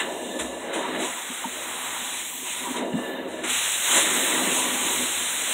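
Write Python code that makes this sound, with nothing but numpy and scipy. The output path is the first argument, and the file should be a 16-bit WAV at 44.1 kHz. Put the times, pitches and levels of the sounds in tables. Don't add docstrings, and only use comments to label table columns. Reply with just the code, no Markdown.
import sys
import numpy as np
from scipy import signal
from scipy.fft import rfft, irfft, next_fast_len
from scipy.io import wavfile
from scipy.ndimage import uniform_filter1d

SR = 44100
rng = np.random.default_rng(int(sys.argv[2]) if len(sys.argv) > 2 else 0)


def wav_record(signal):
    frames = np.transpose(np.atleast_2d(signal))
    bounded = np.clip(frames, -1, 1)
    quanta = np.round(bounded * 32767).astype(np.int16)
    wavfile.write(sys.argv[1], SR, quanta)


N = 243873

# (frequency [Hz], width [Hz], relative level [dB])
TREAD_MODES = [(63, 3.4, -14), (179, 46, -9), (207.2, 31, -6.5), (249.5, 24.6, 0.5), (326.4, 34.4, -0.5),
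               (373, 22, -2), (451, 54, -2.5), (551, 39.6, -2), (615.3, 50, -2.5), (666.7, 39, -10),
               (811, 80, -10.5), (917, 45, -14.5)]


def gain_of(db):
    return 10 ** (np.asarray(db) / 20)


def evened(x):
    return x / np.sqrt(np.mean(x ** 2) + 1e-20)


def read(points, hz):
    f, value = np.transpose(points)
    return np.interp(np.log(hz + 1), np.log(f + 1), value)


def played(rows):
    s, *columns = np.transpose(rows)
    return [np.interp(np.arange(N) / SR, s, column) for column in columns]


def wander(span_s):
    size = round(span_s * SR)
    once = uniform_filter1d(rng.standard_normal(N), size)
    return evened(uniform_filter1d(once, size))


def resonate(x, hz, width):
    r = np.exp(-np.pi * width / SR)
    return 2 * signal.lfilter([1 - r], [1, -r * np.exp(2j * np.pi * hz / SR)], x).real


def rung(x, modes):
    return evened(sum(gain_of(db) * evened(resonate(x, f, width)) for f, width, db in modes))


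def air(colour, patchy_db, flicker_db):
    frames, hz = N // 128 + 5, np.fft.rfftfreq(512, 1 / SR)
    real, imaginary, patches = rng.standard_normal((frames, 257, 3)).T
    patches = uniform_filter1d(patches, size=7, axis=0)
    patches = evened(uniform_filter1d(patches, size=24, axis=1))
    flicker = evened(uniform_filter1d(rng.standard_normal(frames), size=12))
    level_db = read(colour, hz)[:, None] + patchy_db * patches + flicker_db * flicker
    spectra = (real + 1j * imaginary) * gain_of(level_db)
    return evened(signal.istft(spectra, nperseg=512, noverlap=384)[1][:N])


def slips(per_s, spread_db):
    when, size, sign = rng.random((3, N))
    clicks = when < per_s / SR
    sizes = gain_of(-spread_db * np.log(size + 0.0046))
    return evened(clicks * sizes * np.sign(sign - .5))


def gurgle():
    # (frequency [Hz], relative spectral level [dB])
    flow_colour = [(100, 16.0), (5000, 3.0), (8000, -51)]
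    flow = air(flow_colour, patchy_db=1.5, flicker_db=2.0)
    return flow + .25 * slips(per_s=600, spread_db=3)


def microphone_hiss():
    # (frequency [Hz], relative spectral level [dB])
    hiss_colour = [(300, -21), (8000, -6), (15000, -4)]
    return gain_of(-61) * air(hiss_colour, patchy_db=1.5, flicker_db=1)


def hum():
    # (frequency [Hz], width of each pass [Hz], rms level [dB])
    motor_tones = [(57, 41, -59), (87.2, 5.3, -60)]
    out = 0
    for f, width, db in motor_tones:
        once = resonate(rng.standard_normal(N), f, width)
        out = out + gain_of(db) * evened(resonate(once, f, width))
    return out


def knocks():
    # (time [s], drive level [dB], pitch near which the blow lands [Hz])
    blows = [(.408, -28, 62), (1.019, -17, 325), (1.3, -23, 250), (1.442, -11.5, 970), (1.455, -21.5, 235),
             (2.938, -12, 196), (2.951, -9.5, 217), (2.965, -36, 250), (2.984, -19, 239)]
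    out, t = np.zeros(N), np.arange(SR // 3) / SR
    softening_s = .005
    for s, db, hz in blows:
        octaves_away = np.log2(np.array(TREAD_MODES)[:, 0] / hz)
        nearness = gain_of(-110. * octaves_away ** 2)
        ring = sum(near * np.exp(-np.pi * width * t) * np.sin(2 * np.pi * f * t)
                   for near, (f, width, _) in zip(nearness, TREAD_MODES))
        out[round(s * SR):][:len(t)] += gain_of(db) * ring * (1 - np.exp(-t / softening_s))
    return out


def drag():
    # (time [s], level [dB], tilt to higher modes [dB per octave])
    strokes = [(0, -29.5, 0), (.1, -35, 8.5), (.25, -32.5, 3.5), (.6, -34, 4.5), (.72, -33.5, 4.5),
               (.76, -30, 4), (.91, -32, 2.5), (1.03, -29.5, 4), (1.18, -48.5, 4.5), (1.6, -43.5, 5.5),
               (1.68, -43.5, 2.5), (2.1, -46, 0), (2.35, -50, -2), (2.58, -45.5, 1), (2.67, -35, -4.5),
               (2.755, -37, -4), (2.78, -29, 3.5), (3, -32.5, 2), (3.43, -34, 3), (3.56, -45.5, 3),
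               (3.8, -55.5, 11), (3.97, -29, 3.5), (4.09, -37, 2), (4.3, -32, 1.5), (4.5, -29, -2),
               (4.6, -34.5, -1.5), (5, -35, -3.5), (5.1, -43, 0.5), (5.53, -41, 2)]
    level_db, tilt_db = played(strokes)
    judder_db = 1.5 * wander(span_s=0.017)
    shake = rng.standard_normal(N) + .6 * slips(per_s=300., spread_db=3.)
    body = 0
    for f, width, db in TREAD_MODES:
        mode = evened(resonate(resonate(shake, f, 2 * width), f, width))
        body = body + gain_of(db + tilt_db * np.log2(f / 350)) * mode
    return gain_of(level_db + judder_db) * evened(body)


def tube():
    # (frequency [Hz], width [Hz], relative level [dB])
    tube_modes = [(1745, 50, 0), (2000, 80, -9), (2790, 40, -5), (2940, 50, -8), (3665, 50, -4),
                  (3990, 50, -11)]
    # (time [s], level [dB])
    sealed_spells = [
        [(0, -22.5), (.06, -40.5), (.12, -43), (.38, -40), (.5, -43.5), (.68, -44.5), (.75, -40), (1.0, -39),
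         (1.12, -49)],
        [(2.72, -50), (2.78, -41), (2.9, -46.5), (2.985, -37.5), (3.05, -39), (3.2, -37.5), (3.28, -50),
         (3.36, -42), (3.46, -40)],
    ]
    whistle_share, waver_hz, waver_s = .5, 22., .02
    t = np.arange(N) / SR
    level = sum(gain_of(np.interp(t, *np.transpose(rows), left=-90, right=-90)) for rows in sealed_spells)
    whistle = 0
    for f, _, db in tube_modes:
        pitch_hz = f + waver_hz * wander(waver_s)
        whistle = whistle + gain_of(db) * np.sin(2 * np.pi * np.cumsum(pitch_hz) / SR)
    breath = rung(gurgle(), tube_modes)
    song = whistle_share * evened(whistle) + np.sqrt(1 - whistle_share ** 2) * breath
    return uniform_filter1d(level, size=800) * song


def mouth_swells():
    # (time of the top [s], level [dB], fading rate [dB per s])
    swell_tops = [(0, -40, 30), (.4, -38.5, 29), (.77, -33.5, 53), (1.03, -37, 50), (1.45, -38, 250),
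                  (1.71, -36.5, 16), (2.46, -41, 48), (2.66, -36.5, 18), (3.46, -46, 20), (3.92, -31.5, 46),
                  (4.36, -33, 30), (4.59, -31.5, 21)]
    s, db, fade_db = np.transpose(swell_tops)[:, :, None]
    t = np.arange(N) / SR - s
    slope_db = np.minimum(162 * t, -fade_db * t)
    return gain_of((db + slope_db).max(0))


def suction(steady, gasp):
    # (frequency [Hz], width [Hz], relative level [dB])
    slot_modes = [(1986, 360, 3.5), (3100, 380, -4.6), (3840, 250, -2)]
    mouth_modes = [(830, 50, -5), (955, 45, -1), (996, 32, -3), (1120, 50, -5)]
    # (frequency [Hz], relative spectral level [dB])
    inrush_colour = [(300, -25), (800, -12), (1500, -9), (4000, -17), (6000, -49)]
    inrush = 0.69 * rung(gurgle(), slot_modes) + air(inrush_colour, patchy_db=0.5, flicker_db=0.7)
    return np.hypot(steady, gasp) * inrush + mouth_swells() * rung(gurgle(), mouth_modes)


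def gasps():
    # (time [s], hiss drive [dB], inrush drive [dB], rise time [s], dying time [s])
    air_bursts = [(0, -29.5, -29.5, .001, 0.023), (.385, -24, -29.5, 0.0054, .035),
                  (.725, -31.5, -30.5, 0.0064, 0.1), (.93, -49, -31.5, .006, 0.053),
                  (.975, -17, -30, 0.049, 0.065), (2.755, -28, -29, 0.0067, 0.032),
                  (2.945, -32, -42, 0.037, 0.064), (3.265, -38, -58, 0.025, 0.1),
                  (3.432, -29, -27.5, .005, 0.032), (4.48, -17, -31, 0.045, 0.1)]
    s, hiss_db, inrush_db, rise_s, dying_s = np.transpose(air_bursts)[:, :, None]
    t = np.maximum(np.arange(N) / SR - s, 0)
    shape = (1 - np.exp(-t / rise_s)) ** 2 * np.exp(-t / dying_s)
    return (gain_of(hiss_db) * shape).sum(0), (gain_of(inrush_db) * shape).sum(0)


def jet(steady, mist_db, gasp):
    # (frequency [Hz], relative spectral level [dB])
    jet_colour = [(300, -15), (1000, -26), (2000, -2.5), (3800, 2.5), (6200, -5.5), (7300, -0.5),
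                  (8400, -1), (10500, -10), (13000, -19), (15200, -14)]
    gasp_mist_db = -7
    grid = np.linspace(0, 1, 129)
    droplet_filter = signal.firwin2(255, grid, gain_of(read(jet_colour, grid * SR / 2)))
    drops = evened(signal.oaconvolve(slips(per_s=2300.0, spread_db=2.0), droplet_filter, "same"))
    hiss = evened(air(jet_colour, patchy_db=1.29, flicker_db=0.34) + 0.16 * drops)
    top = signal.oaconvolve(hiss, signal.firwin(63, 10800., pass_zero=False, fs=SR), "same")
    body_gain = np.hypot(steady, gasp)
    top_gain = np.hypot(gain_of(mist_db) * steady, gain_of(gasp_mist_db) * gasp)
    return body_gain * (hiss - top) + top_gain * top


def scene():
    # (time [s], hiss level [dB], mist gain on the top of the hiss [dB], inrush level [dB])
    slot_flow = [(0, -40, 0, -36), (.36, -39.5, -1, -62), (.62, -42.5, -5, -45.5), (.715, -48, -2, -38.5),
                 (.9, -46, 1, -37.5), (1.14, -35, 3, -39), (1.45, -35, 2, -39), (1.98, -32.5, 3, -37),
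                 (2.19, -30.5, 0.5, -41.5), (2.35, -35.5, 9.5, -52), (2.48, -30, 0.5, -42),
                 (2.74, -35, 2, -40.5), (2.81, -48, -4, -40.5), (2.93, -46.5, -1, -50),
                 (3.1, -50.5, 13, -42.5), (3.25, -58, 7, -45), (3.42, -45.5, -6, -44),
                 (3.5, -24.5, -1.5, -33), (3.82, -25.5, 3, -37), (3.97, -18, -2, -25.5),
                 (4.07, -24, 1, -30), (4.3, -24.5, 2.5, -30), (4.6, -26, 1, -35.5), (4.92, -25, 2, -34),
                 (5.22, -27, 1, -37), (5.53, -27, 2, -34)]
    hiss_db, mist_db, inrush_db = played(slot_flow)
    gasp_hiss, gasp_inrush = gasps()
    background = hum() + microphone_hiss()
    stairs = knocks() + drag()
    nozzle = tube() + suction(gain_of(inrush_db), gasp_inrush) + jet(gain_of(hiss_db), mist_db, gasp_hiss)
    return np.tile(background + stairs + nozzle, (2, 1))


def record(dry):
    # (frequency [Hz], gain [dB])
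    mic_colour = [(20, -26), (60, -17), (100, -2.5), (120, -18.5), (150, -5.5), (200, 0.5), (4000, -1),
                  (4100, -10), (4300, -14), (4400, -39.5), (4650, -50), (5000, -25), (5500, -11.5),
                  (6200, 0), (6800, 2)]
    size = next_fast_len(N + SR // 10)
    mic_gain = gain_of(read(mic_colour, np.fft.rfftfreq(size, 1 / SR)))
    coloured = irfft(rfft(dry, size) * mic_gain, size)[:, :N]
    band_limit = signal.firwin(1023, 15720, window=("kaiser", 9), fs=SR)
    return signal.oaconvolve(coloured, band_limit[None], "same")


dry = scene()
out = record(dry)
wav_record(out)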